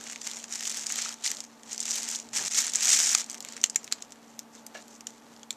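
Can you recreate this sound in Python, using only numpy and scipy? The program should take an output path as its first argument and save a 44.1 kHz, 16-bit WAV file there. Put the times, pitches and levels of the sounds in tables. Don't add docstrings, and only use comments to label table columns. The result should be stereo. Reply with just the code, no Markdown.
import sys
import numpy as np
from scipy import signal
from scipy.fft import rfft, irfft
from scipy.io import wavfile
from scipy.ndimage import uniform_filter1d

SR = 44100
rng = np.random.default_rng(int(sys.argv[2]) if len(sys.argv) > 2 else 0)


def persist_wave(psi):
    counts = np.round(np.clip(psi, -1, 1) * 32767).astype(np.int16)
    wavfile.write(sys.argv[1], SR, np.atleast_2d(counts).T)


N = 245443

# lower f/Hz, upper f/Hz
BAND_EDGES = [(300, 1100), (1100, 2800), (2800, 4500), (4500, 9000), (9000, 18000)]
BAND_LIKENESS = [0.86, 0.87, 0.63, 0.25, 0.089]
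# f/Hz, relative level/dB
FOIL_COLOUR = [(240, -42.5), (400, -35), (910, -23.5), (1070, -27), (1230, -19.5), (1450, -17.5),
               (1920, -11.5), (2670, -11), (4170, -8), (6150, 5), (7250, 3), (9630, -11.5), (14200, -12)]
# f/Hz, left minus right/dB
PORT_DIFFERENCE = [(400, -1), (1300, -1.5), (2400, 0.5), (4400, 0), (5800, -6.5), (7000, 9.5), (8500, 11.5),
                   (11000, 21), (15000, 12)]

# t/s, treble level/dB
RUSTLE_LEVEL = [(0.015, -45.5), (0.113, -43), (0.193, -49.5), (0.268, -35.5), (0.33, -43), (0.375, -39.5),
                (0.41, -47), (0.467, -51), (0.514, -43.5), (0.53, -34.5), (0.579, -39), (0.665, -34.5),
                (0.781, -34), (0.832, -36.5), (0.945, -36.5), (1.0, -31), (1.13, -41), (1.156, -55),
                (1.232, -45), (1.256, -24.5), (1.285, -29), (1.31, -37), (1.382, -45.5), (1.499, -57),
                (1.657, -57.5), (1.72, -36), (1.776, -47), (1.92, -28.5), (2.07, -37), (2.139, -35),
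                (2.209, -47.5), (2.233, -53), (2.319, -59), (2.34, -33), (2.37, -23.5), (2.419, -33.5),
                (2.478, -30.5), (2.484, -30), (2.499, -38.5), (2.582, -20), (2.718, -43), (2.748, -34.5),
                (2.794, -33.5), (2.833, -23), (2.932, -20), (2.962, -23), (3.002, -21), (3.138, -23.5),
                (3.162, -33.5), (3.209, -29.5), (3.25, -54), (3.341, -48.5), (3.402, -64), (3.482, -44.5),
                (3.66, -57.5), (3.911, -57), (4.159, -64), (4.3, -60), (4.5, -66), (4.525, -59),
                (4.555, -47), (4.59, -53), (4.63, -62), (4.731, -64), (4.75, -45), (4.863, -62),
                (4.91, -56), (4.955, -50), (4.995, -62), (5.05, -67), (5.085, -54), (5.155, -61),
                (5.175, -54), (5.22, -62), (5.53, -64)]
# t/s, level/dB
RUSTLE_FULLNESS = [(0, 1), (0.3, 0), (0.6, -1), (0.9, 0), (1.08, 4.5), (1.25, 0), (1.7, -0.5), (2.0, 0.5),
                   (2.2, -0.5), (2.42, 0), (2.55, -1.5), (2.7, 2.5), (3.0, -0.5), (3.3, 2.5), (4, 3),
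                   (4.55, -3), (4.75, 3), (4.93, -4.5), (5.1, -0.5), (5.5, 0)]
# level against treble/dB when brisk, gain in dB per dB of softer rustle
RUSTLE_TILT = [(-23, 0.51), (-15.5, 0.21), (-12, 0.21)]
# steady bed under the clicks/dB, share of the loudest clicks/dB
RUSTLE_GRAIN = [(0, -10), (-1, -6), (-3, -4), (-5.5, 0), (-1, -5)]
# t/s, relative level/dB
LOUD_CLICKS = [(0.0651, 4), (0.072, 11.5), (0.091, 4), (0.1516, 9), (0.2129, 11), (0.374, 5), (0.5963, 8),
               (0.634, 10.5), (0.658, 5), (0.6708, 12.5), (0.675, 13), (0.703, 12), (0.7144, 6),
               (0.7227, 6.5), (0.7441, 8), (0.8348, 6), (0.8614, 9), (0.9122, 9), (1.0147, 7), (1.0233, 8),
               (1.1147, 6), (1.348, 10.5), (1.7101, 6), (1.7574, 9.5), (1.761, 9), (1.7929, 15),
               (1.814, 16.5), (1.8335, 12), (1.853, 12), (1.8876, 6), (1.891, 5), (1.9141, 8), (2.0007, 7),
               (2.0222, 7.5), (2.0385, 9), (2.0435, 8), (2.0496, 6), (2.101, 6), (2.125, 8.5), (2.179, 6),
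               (2.1884, 13), (2.3543, 6), (2.3745, 8.5), (2.384, 9), (2.4249, 7), (2.4377, 7), (2.4496, 6),
               (2.4601, 11), (2.5102, 10), (2.5162, 10.5), (2.58, 2.5), (2.6419, 2), (2.649, 6),
               (2.6935, 10), (2.748, 12.5), (2.769, 3.5), (2.786, 6.5), (2.8977, 5.5), (2.9024, 5),
               (2.9368, 3.5), (2.9716, 3.5), (3.0702, 3), (3.0922, 5), (3.1046, 3), (3.129, 5), (3.1969, 8),
               (3.2143, 5)]
# t/s, treble peak level/dB, body/dB, middle/dB, top/dB (these three against
# the treble peak), left minus right/dB, width/ms
CREASE_SNAPS = [(0.011, -27, -9.5, -10, -14, -3, 2.4), (0.04, -27.5, -16, -18, -19, 5, 1.9),
                (0.068, -29.5, -4, -17, -23, -2, 1.2), (0.085, -33, -8, -16, -18, 0, 1.3),
                (0.0988, -19, -10, -23, -22, -1, 0.46), (0.114, -27, -22, -20, -18, -1, 2),
                (0.123, -26, -8.5, -15, -17, 10, 0.81), (0.1315, -26.5, -7, -17, -9, -6, 2.7),
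                (0.16, -23, -4.5, -9, -19, -0.5, 1.6), (0.217, -22.5, -13.5, -25, -15, -7, 1.1),
                (0.245, -27, -18, -14, -16, -2, 1.5), (0.256, -33, -18, -18, -16, -2, 2),
                (0.269, -19, -10, -14, -20, -4, 1.7), (0.2733, -15.5, -15, -14, -13, -3, 2.2),
                (0.299, -25, -21, -16, -18, 0, 1.1), (0.3145, -20.5, -20, -7, -10, -1, 2.6),
                (0.3347, -26, -23, -18, -20, -2, 1.2), (0.3597, -28, -17, -15, -15, 2, 1.7),
                (0.37, -22, -14, -19, -17, -2, 1), (0.389, -28, -18, -14, -14, 0, 2.7),
                (0.4414, -22, -12.5, -14, -20, -0.5, 4.2), (0.482, -29, -19, -14, -25, -6, 1.1),
                (0.5254, -17, -27, -22, -22, 0, 1.4), (0.537, -22, -20, -16, -18, 0, 3.3),
                (0.551, -24, -15, -14, -17, 0, 3), (0.556, -18, -15, -13, -15, -4, 2),
                (0.581, -36, -24, -16, -18, 2, 2.8), (0.594, -24, -20, -13, -18, -3, 2.3),
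                (0.608, -21, -11, -8, -10, 0, 1.8), (0.627, -23, -9, -12, -14, 0, 2.7),
                (0.654, -21.5, -13, -3, -14, 2, 4.1), (0.6752, -21.5, -12, -7, -4, -2, 1.3),
                (0.6972, -17, -26, -11, -10, -1, 1.9), (0.772, -19.5, -25, -12, -8, 2, 1.7),
                (0.795, -21, -28, -13, -14, 2, 0.7), (0.8678, -13, -27, -16, -19, 1, 2.3),
                (0.896, -20, -21, -16, -16, 0, 1.7), (0.9027, -18.5, -8.5, -12, -15, -2, 1.5),
                (0.9229, -13, -23, -13, -12, -1, 2.6), (0.9585, -16.5, -15, -8, -7, -5, 1.9),
                (1.02, -14.5, -24, -27, -17, 1, 0.95), (1.037, -24, -22, -20, -17, 3, 0.7),
                (1.05, -24, -17, -19, -18, -4, 0.92), (1.063, -26, -6, -21, -18, -3, 2.8),
                (1.091, -18, -16, -20, -14, -3, 2), (1.126, -25, -17, -12, -18, 0, 1.4),
                (1.142, -25, -19, -20, -15, -7, 2.3), (1.2399, -17, -22, -8, -22, -1, 0.69),
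                (1.2434, -17.5, -25, -7, -17, -1, 1.1), (1.2456, -16.5, -19, -9.5, -22, 1, 1.0),
                (1.255, -12, -20, -9, -17, -1, 0.78), (1.2626, -13.5, -28, -8, -20, -4, 1.9),
                (1.277, -19, -16, -5, -10, 1, 2.1), (1.316, -13.5, -14, -10.5, -12, 0, 1.5),
                (1.3698, -24, -28, -8, -14, -1, 1.4), (1.405, -19.5, -23, -11.5, -14, -2, 1.3),
                (1.44, -28.5, -14, -14, -13, 0, 0.82), (1.45, -31, -15, -17, -18, 0, 1.6),
                (1.6339, -31, -14, -11, -10, -5, 1.2), (1.731, -17.5, -34, -15, -16, 4, 0.65),
                (1.7796, -15.5, -23, -15, -15, -4, 1.4), (1.803, -13, -27, -16, -20, 3, 0.97),
                (1.829, -21, -28, -10, -14, -2, 2), (1.8558, -17, -33, -16, -17, 2, 1.3),
                (1.909, -13.5, -26, -20, -14, -1, 2.2), (1.957, -16.5, -21, -7, -3, -4, 1.1),
                (2.0319, -16.5, -21, -13, -12, 2, 0.91), (2.0888, -14, -35, -13.5, -10, -1, 1),
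                (2.1145, -15.5, -32, -15, -11, -1, 1.1), (2.149, -15, -31, -7, -11, 2, 0.43),
                (2.159, -16.5, -38, -24.5, -14, -7, 0.71), (2.2, -20, -19, -15, -19, -3, 1.8),
                (2.289, -32, -20, -12, -20, -4, 0.9), (2.3335, -25.5, -9.5, -11, -18, 1, 4.3),
                (2.4925, -17, -20, -16, -20, 0, 1.5), (2.524, -15.5, -29, -11, -20, -1, 0.77),
                (2.547, -14, -30, -5, -21, -1, 0.78), (2.575, -14, -20, -14, -17, 5, 2.6),
                (2.5853, -7.5, -19, -16, -17, 2, 1.5), (2.589, -13, -27, -11, -15, 15, 1.7),
                (2.605, -15, -19, -10, -9, 3, 3.8), (2.6194, -18, -17, -16, -12, 7, 1),
                (2.646, -19.5, -27, -4, -8, 2, 1.3), (2.6678, -14, -22, -18, -17, 0, 0.96),
                (2.675, -19, -17, -16, -18, -2, 1.5), (2.6802, -16, -15, -10, -19, -5, 1.4),
                (2.698, -17.5, -25, -15, -20, 4, 1.5), (2.72, -21, -31, -23, -22, 5, 0.58),
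                (2.7365, -13, -21, -15, -13, 2, 2), (2.752, -11, -16, -15, -21, -5, 1.1),
                (2.7574, -4.5, -31, -32, -26, 11, 0.87), (2.808, -14.5, -14, -12, -16, 3, 0.98),
                (2.827, -16, -19, -19, -13, -1, 1.2), (2.834, -14, -29, -20, -17, 1, 1.3),
                (2.848, -14, -23, -18, -17, 1, 1.4), (2.856, -11, -21, -18, -17, 1, 1.2),
                (2.863, -19, -22, -16, -19, 1, 1), (2.892, -6.5, -18, -21, -15, -2, 1.3),
                (2.934, -10, -12, -23, -9, 1, 0.68), (2.943, -11, -20, -27, -19, 1, 1.8),
                (3.002, -7.5, -13, -15, -17, -3, 1.1), (3.15, 0, -15.5, -17, -22, -5, 2.7),
                (3.177, -14, -23, -17, -18, 0, 1.2), (3.185, -15.5, -25, -25, -10, -2, 1.3),
                (3.217, -23, -9, -16, -18, -2, 1.5), (3.228, -31, -20, -16, -18, 0, 1.3),
                (3.243, -25.5, -22, -17, -19, 6, 1.3), (3.263, -27, -23, -16, -10, -6, 0.91),
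                (3.299, -18, -24, -20, -15, 4, 0.53), (3.307, -24, -20, -14, -20, -4, 2),
                (3.315, -23.5, -18, -16, -14, 4, 1.3), (3.33, -26, -25, -16, -17, 0, 1.1),
                (3.3448, -21.5, -12, -11, -10, -4, 0.93), (3.351, -27, -16, -11, -16, 0, 1.2),
                (3.375, -33, -22, -18, -18, 0, 1.2), (3.3812, -29.5, -15, -10, -14, 0, 1.5),
                (3.4056, -23, -19, -4, -6, 0, 0.56), (3.426, -25.5, -25, -17, -19, -2, 1.1),
                (3.4491, -22, -11, -10, -9, 2, 0.71), (3.487, -22.5, -30, -23, -17, -1, 1.1),
                (3.524, -25.5, -16, -16, -13, -4, 2.3), (3.5372, -36, -13, -16, -13, -1, 1.3),
                (3.5668, -20.5, -12, -12, -25, -4, 1.3), (3.5778, -26.5, -8.5, -14, -19, 1, 0.82),
                (3.6152, -24, -27, -18, -16, 0, 1.5), (3.634, -19.5, -17, -16, -18, 7, 0.8),
                (3.6403, -6, -11.5, -7, -13, -4, 1.5), (3.66, -21, -20, -17, -18, 0, 1.3),
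                (3.664, -30, -17, -17, -18, 1, 1.3), (3.671, -33, -17, -15, -14, 1, 1.5),
                (3.699, -17, -22, -24, -19, 1, 1.9), (3.747, -33, -16, -3, -14, 2, 1.4),
                (3.7596, -9, -15, -14.5, -14, 3.5, 1.2), (3.832, -38, -8, -12, -18, -2, 1.5),
                (3.8437, -25, -22, -20, -9, 6, 0.56), (3.8689, -37, -11, -14, -15, 1, 1.0),
                (3.8778, -27.5, -6.5, -4, -15, -2, 1.4), (3.9145, -31, -3, -10, -20, -2, 1.3),
                (3.919, -31, -5, -4, -20, 0, 1.5), (3.922, -31, -10, -8, -14, -2, 1),
                (3.925, -10.5, -13, -5, -8, 0, 0.85), (4.007, -39, -10, -14, -17, -7, 1.2),
                (4.0236, -20.5, -19, -9, -15, -2, 3.1), (4.049, -40, -11, -10, -21, -2, 0.8),
                (4.1069, -38, -18, -15, -14, 0, 1.4), (4.1218, -26.5, -16, -11, -10, -2, 0.71),
                (4.158, -43.0, -6, -11, -12, -1, 1.4), (4.3923, -19, -19, -13, -7, 0.5, 1.1),
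                (4.5514, -34, -23, -19, -21, 1, 1.3), (4.6661, -25.5, -17.5, -14.5, -1.5, 4, 1.5),
                (4.8183, -39, -17, -18, -17, 2, 1.4), (4.8816, -34, -19.5, -8, -4, 1, 1.7),
                (5.0083, -28.5, -13.5, -17, -12, 1, 1.9), (5.0703, -18.5, -20.5, -10.5, -14, -0.5, 1.1),
                (5.09, -36, -18, -13, -11, -7, 1.2), (5.1054, -39, -18, -5, -12, -1, 1.8),
                (5.181, -44, -23, -13, -14, 3, 1.1), (5.3645, -40, -14, -3.5, -16.5, -3, 1.5),
                (5.395, -42, -12, -10, -14, 0, 1.5), (5.4321, -32, -13, -8, -23, 5, 0.7),
                (5.506, -21, -20, -9, -16, 5, 0.6), (5.5078, -19, -17, -10, -9, 3, 0.72),
                (5.5135, -37, -20, -12, -16, 3, 1.5), (5.528, -34, -15, -8, -22, 5, 1.3)]
# t/s, f/Hz before a small random stray, peak level/dB, time to fall 60 dB/ms
DENT_POPS = [(0.956, 3080, -36, 25), (1.059, 1320, -31.5, 19), (1.105, 1340, -39, 21),
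             (1.125, 3200, -36, 12), (1.2615, 2080, -28, 16), (1.2755, 4400, -23, 10),
             (1.282, 6330, -20, 7.1), (1.313, 7300, -27, 6), (2.383, 1300, -41, 16), (2.391, 1730, -35, 30),
             (2.545, 1350, -41, 30), (3.1502, 1250, -28, 14), (3.64, 7300, -6, 6.9), (3.64, 6760, -7, 5),
             (3.64, 2860, -15, 5), (3.641, 4020, -20, 6), (3.64, 1920, -26, 3.5), (3.6987, 6600, -26, 5),
             (3.7592, 7420, -9.5, 5.6), (3.7597, 6770, -12.5, 5), (3.7589, 2300, -22.5, 4.8),
             (3.9241, 2610, -21, 3.5), (3.9243, 4010, -22, 11), (3.9243, 4850, -21, 6),
             (3.924, 6160, -23, 6), (3.9236, 7350, -11.5, 4.2), (4.552, 6000, -41, 12),
             (4.578, 3700, -47, 10), (4.666, 6200, -30, 8.9), (4.8184, 7350, -41, 6), (5.069, 5900, -25, 8),
             (5.432, 3350, -41, 10), (5.5055, 3740, -21.5, 3.5), (5.5072, 3700, -23, 5),
             (5.506, 2350, -37, 8.9), (5.506, 3160, -28, 5), (5.506, 4470, -31, 7),
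             (5.5066, 7420, -21, 4.6)]
# t/s, relative level/dB
TRAY_KNOCKS = [(4.7465, -35), (4.7495, -27), (4.757, -32.5), (4.77, -33), (4.79, -36)]
# f/Hz, relative level/dB, time to fall 60 dB/s
TRAY_TONES = [(628, -7.5, 0.045), (720, -10, 0.03), (1590, -12.5, 0.035), (1710, -6.5, 0.03),
              (2270, -5, 0.015), (2800, -8, 0.012), (3880, -10, 0.008), (5850, -3, 0.016)]

# f/Hz, relative level/dB
AIR_COLOUR = [(15, -61), (25, -13.5), (69, -19.5), (167, -15), (231, -2.5), (335, -12.5), (415, -6),
              (515, -9.5), (879, -8), (1060, -12.5), (1150, -12.5), (1960, -18), (7680, -24.5),
              (13800, -29.5), (15000, -55)]
# f/Hz, likeness (1 = same, -1 = opposite)
AIR_LIKENESS = [(60, -0.53), (130, 0.77), (290, 0.79), (640, 0.85), (1410, 0.62), (3100, -0.23),
                (6820, -0.57), (15000, 0.14)]
HUM_PITCHES = [228.6, 252.2, 294.3, 138.4, 458, 578, 724, 838, 883, 1143]
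# width/Hz, relative level/dB
HUM_TONES = [(3, -55.5), (4, -68.5), (4, -65), (20, -74), (4, -72), (3, -72.5), (4, -73), (4, -71),
             (3, -67), (3, -71)]

BRISK_DB = -30
CLICKS_PER_S, CLICK_MS, CLICK_SPREAD_DB, LOUD_MS = 900, 0.65, 2.2, 0.6
DRAG_S, DRAG_DB, DRAG_BASS_DB = 2.42, -46, -9
DRAG_RISE_DB_PER_S, DRAG_FALL_DB_PER_S = 170, 130
DIP_S, DIP_MS, DIP_DB = 2.4915, 7.5, -12
LEFT_LAG = 2
ECHO_T60_S, ECHO_DB = 0.11, -17.5
AIR_DB = -55
SHELF_HZ, TOP_HZ = 14200, 16600


def undb(db):
    return 10 ** (np.asarray(db) / 20)


def unit(x):
    return x / np.sqrt(np.mean(x ** 2))


def on_hz(table, hz):
    points, values = np.transpose(table)
    return np.interp(np.log(hz + 1), np.log(points), values)


def on_time(table):
    s, values = np.transpose(table)
    return np.interp(np.arange(N) / SR, s, values)


def band_pass(x, low_hz, high_hz):
    return signal.sosfilt(signal.butter(3, (low_hz, high_hz), "band", fs=SR, output="sos"), x)


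def high_pass(x, hz):
    return signal.sosfilt(signal.butter(2, hz, "high", fs=SR, output="sos"), x)


def walk(rate):
    hold = int(SR / rate)
    steps = np.repeat(rng.standard_normal(N // hold + 1), hold)
    return 1.202 * uniform_filter1d(steps, hold)[:N]


def pair(shape, alike):
    mid, side = rng.standard_normal((2, *shape))
    alike = np.clip(alike, -.99, .99)
    shared, opposed = np.sqrt(1 + alike) * mid, np.sqrt(1 - alike) * side
    return np.array([shared + opposed, shared - opposed])


def decay(x, ms):
    return signal.lfilter([1], [1, -np.exp(-1 / (SR * ms * 1e-3))], x)


def ports(size=512):
    hz = np.arange(size + 1) * SR / 2 / size
    half_split = np.array([[.5], [-.5]])
    db = on_hz(FOIL_COLOUR, np.minimum(hz, 13500)) + half_split * on_hz(PORT_DIFFERENCE, hz)
    cepstrum = irfft(db * np.log(10) / 20)
    cepstrum[:, 1:size] *= 2
    cepstrum[:, size + 1:] = 0
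    return irfft(np.exp(rfft(cepstrum)))[:, :size]


def bands():
    cut = [band_pass(ports(), *edges) for edges in BAND_EDGES]
    return [c / np.sqrt(np.mean(np.sum(c ** 2, -1))) for c in cut]


def rustle(colour_db=2.0, swarm_db=1.0, swarm_per_s=130, top_db=-18, grip_db=1.0, grip_per_s=25,
           shift_db=1.3, shift_per_s=35, loud_db=-2.5):
    level_db = on_time(RUSTLE_LEVEL)
    fullness_db = on_time(RUSTLE_FULLNESS)
    relative_db = [db + fullness_db + slope * (BRISK_DB - level_db) for db, slope in RUSTLE_TILT]
    relative_db += [0, top_db]
    hit, size = rng.random(N), rng.exponential(size=N)
    clicks = (hit < CLICKS_PER_S / SR) * undb(np.minimum(CLICK_SPREAD_DB * size, 10))
    swarm = undb(swarm_db * walk(swarm_per_s) + grip_db * walk(grip_per_s))
    loud = np.zeros(N)
    s, over_db = np.transpose(LOUD_CLICKS)
    loud[(s * SR).astype(int)] = undb(over_db + loud_db) * np.e / (SR * LOUD_MS / 1000)
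    out = 0
    for response, alike, db, (bed_db, share_db) in zip(bands(), BAND_LIKENESS, relative_db, RUSTLE_GRAIN):
        colour = undb(colour_db * np.clip(rng.standard_normal(N), -2, 2))
        small = unit(decay(decay(clicks * colour, CLICK_MS), CLICK_MS))
        shift = undb(shift_db * walk(shift_per_s))
        shape = unit((small + undb(bed_db)) * swarm * shift)
        shape = shape + undb(share_db) * decay(decay(loud, LOUD_MS), LOUD_MS)
        burst = signal.fftconvolve(pair((N,), alike) * shape, response, axes=1)[:, :N]
        out = out + undb(level_db + db) * unit(burst)
    return out


def crinkle(count=3000, spread_db=1.5, cycles=4.5, low_hz=1400, high_hz=9000, size=300):
    when, pitch, strength, side, turn = rng.random((count, 5)).T[:, :, None]
    at, t = (when * N).astype(int), np.arange(size) / SR
    hz = low_hz * (high_hz / low_hz) ** pitch
    spread = -spread_db * np.log(np.maximum(strength, .02))
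    db = on_time(RUSTLE_LEVEL)[at] + on_hz(FOIL_COLOUR, hz) + spread
    age = t * hz / cycles * 4
    swell = age * np.exp(1 - age)
    tick = np.sin(2 * np.pi * (hz * t + turn)) * swell * undb(db)
    pan_db = on_hz(PORT_DIFFERENCE, hz) + 8 * (side - .5)
    out = np.zeros((2, N + size))
    for line, sign in zip(out, (1, -1)):
        np.add.at(line, at + np.arange(size), tick * undb(sign * pan_db / 2))
    return high_pass(out[:, :N], 500)


def snaps(ring_db=-12, thump_db=-12, shiver_ms=4.9, scatter_db=4.5, size=1200):
    s, peak_db, body_db, middle_db, top_db, pan_db, ms = np.transpose(CREASE_SNAPS)[:, :, None]
    t = np.arange(size) / SR * 1000 - 4
    scatter = np.repeat(rng.standard_normal((len(CREASE_SNAPS), size // 40)), 40, axis=1)
    uneven = undb(scatter_db * np.clip(scatter, -2, 1.2))
    shiver = np.exp(-np.maximum(t, 0) / shiver_ms) * (t > 0) * uneven
    flip = np.exp(-(t / np.clip(ms / 2, .15, 2)) ** 2)
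    shape = flip + undb(ring_db) * shiver
    starts = ((s[:, 0] - .0043) * SR).astype(int)
    out = np.zeros((2, N + size))
    band_db = (body_db + thump_db, body_db, middle_db, 0, top_db)
    for response, alike, db in zip(bands(), BAND_LIKENESS, band_db):
        noise = pair(shape.shape, alike) * shape
        rows = signal.fftconvolve(noise, response[:, None], axes=2)[:, :, :size]
        peaks = np.abs(rows).max(2, keepdims=True)
        rows = rows / np.sqrt(np.mean(peaks ** 2, 0))
        rows = rows * undb(peak_db + db + np.array([pan_db, -pan_db]) / 2)
        for k, at in enumerate(starts):
            out[:, at:at + size] += rows[:, k]
    return out[:, :N]


def pops(attack_ms=0.61, size=2000):
    t, out = np.arange(size) / SR, np.zeros((2, N + size))
    for (s, hz, db, ms), (stray, turn) in zip(DENT_POPS, rng.standard_normal((len(DENT_POPS), 2))):
        tone = np.sin(2 * np.pi * (hz * (1 + 0.0074 * stray) * t + turn))
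        attack = 1 - np.exp(-t * 1000 / attack_ms)
        ring = tone * 1000. ** (-t * 1000 / ms) * attack
        pan_db = on_hz(PORT_DIFFERENCE, hz)
        gain = undb(db + np.array([[pan_db], [-pan_db]]) / 2)
        at = int(s * SR)
        out[:, at:at + size] += ring / np.abs(ring).max() * gain
    return out[:, :N]


def knocks(gain_db=-8, rattle_ms=7):
    blows, t = np.zeros(N), np.arange(8000) / SR
    for s, db in TRAY_KNOCKS:
        blows[int(s * SR)] = undb(db + gain_db)
    push = decay(blows, rattle_ms) * rng.standard_normal(N) / 10
    ring = sum(undb(db) * np.sin(2 * np.pi * hz * t) * 1000. ** (-t / t60) for hz, db, t60 in TRAY_TONES)
    return high_pass(signal.fftconvolve(push, ring)[:N], 400)


def drag():
    t = np.arange(N) / SR - DRAG_S
    db = DRAG_DB - np.where(t < 0, -t * DRAG_RISE_DB_PER_S, t * DRAG_FALL_DB_PER_S)
    body = unit(band_pass(rng.standard_normal(N), 220, 1150))
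    bass = unit(band_pass(rng.standard_normal(N), 100, 200))
    return (body + undb(DRAG_BASS_DB) * bass) * undb(db) * (t < DIP_S - DRAG_S)


def echo(near):
    t = np.arange(int(.4 * SR)) / SR
    tail = pair(t.shape, 0.27) * 1000. ** (-t / ECHO_T60_S) * (t > .003)
    tail = signal.lfilter([1], [1, -0.45], tail)
    tail = tail / np.sqrt(np.sum(tail ** 2) / 2)
    return undb(ECHO_DB) * signal.fftconvolve(near, tail, axes=1)[:, :N]


def air():
    hz = np.arange(N // 2 + 1) * SR / N
    noise = pair((2, len(hz)), on_hz(AIR_LIKENESS, hz))
    spectrum = (noise[:, 0] + 1j * noise[:, 1]) * undb(on_hz(AIR_COLOUR, hz))
    return unit(irfft(spectrum, N)) * undb(AIR_DB) * undb(0.9 * walk(10))


def hum(waver=0.15, left_db=-1.5):
    tones = 0
    for f, (width, db) in zip(HUM_PITCHES, HUM_TONES):
        turn = np.cumsum(f + width / 2 * walk(width)) / SR
        strength = undb(db + 0.5) * (1 + waver * walk(width * 2))
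        tones = tones + strength * np.sin(2 * np.pi * turn)
    return tones * undb([[left_db / 2], [-left_db / 2]])


def scene():
    near = rustle() + crinkle() + snaps() + pops() + knocks()
    near[0] = np.roll(near[0], LEFT_LAG)
    return near + echo(near) + drag() + air() + hum()


def record(dry, shelf_db=-17):
    dip = undb(DIP_DB * np.exp(-((np.arange(N) / SR - DIP_S) * 1000 / DIP_MS) ** 4))
    hard = np.clip(dry * dip, -.95, .95)
    low = signal.sosfiltfilt(signal.ellip(5, .3, 20, SHELF_HZ, fs=SR, output="sos"), hard)
    top = signal.sosfiltfilt(signal.butter(6, 15400, fs=SR, output="sos"), hard - low)
    mixed = low + undb(shelf_db) * top
    return signal.sosfilt(signal.ellip(12, .2, 100, TOP_HZ, fs=SR, output="sos"), mixed)


dry = scene()
out = record(dry)
persist_wave(out)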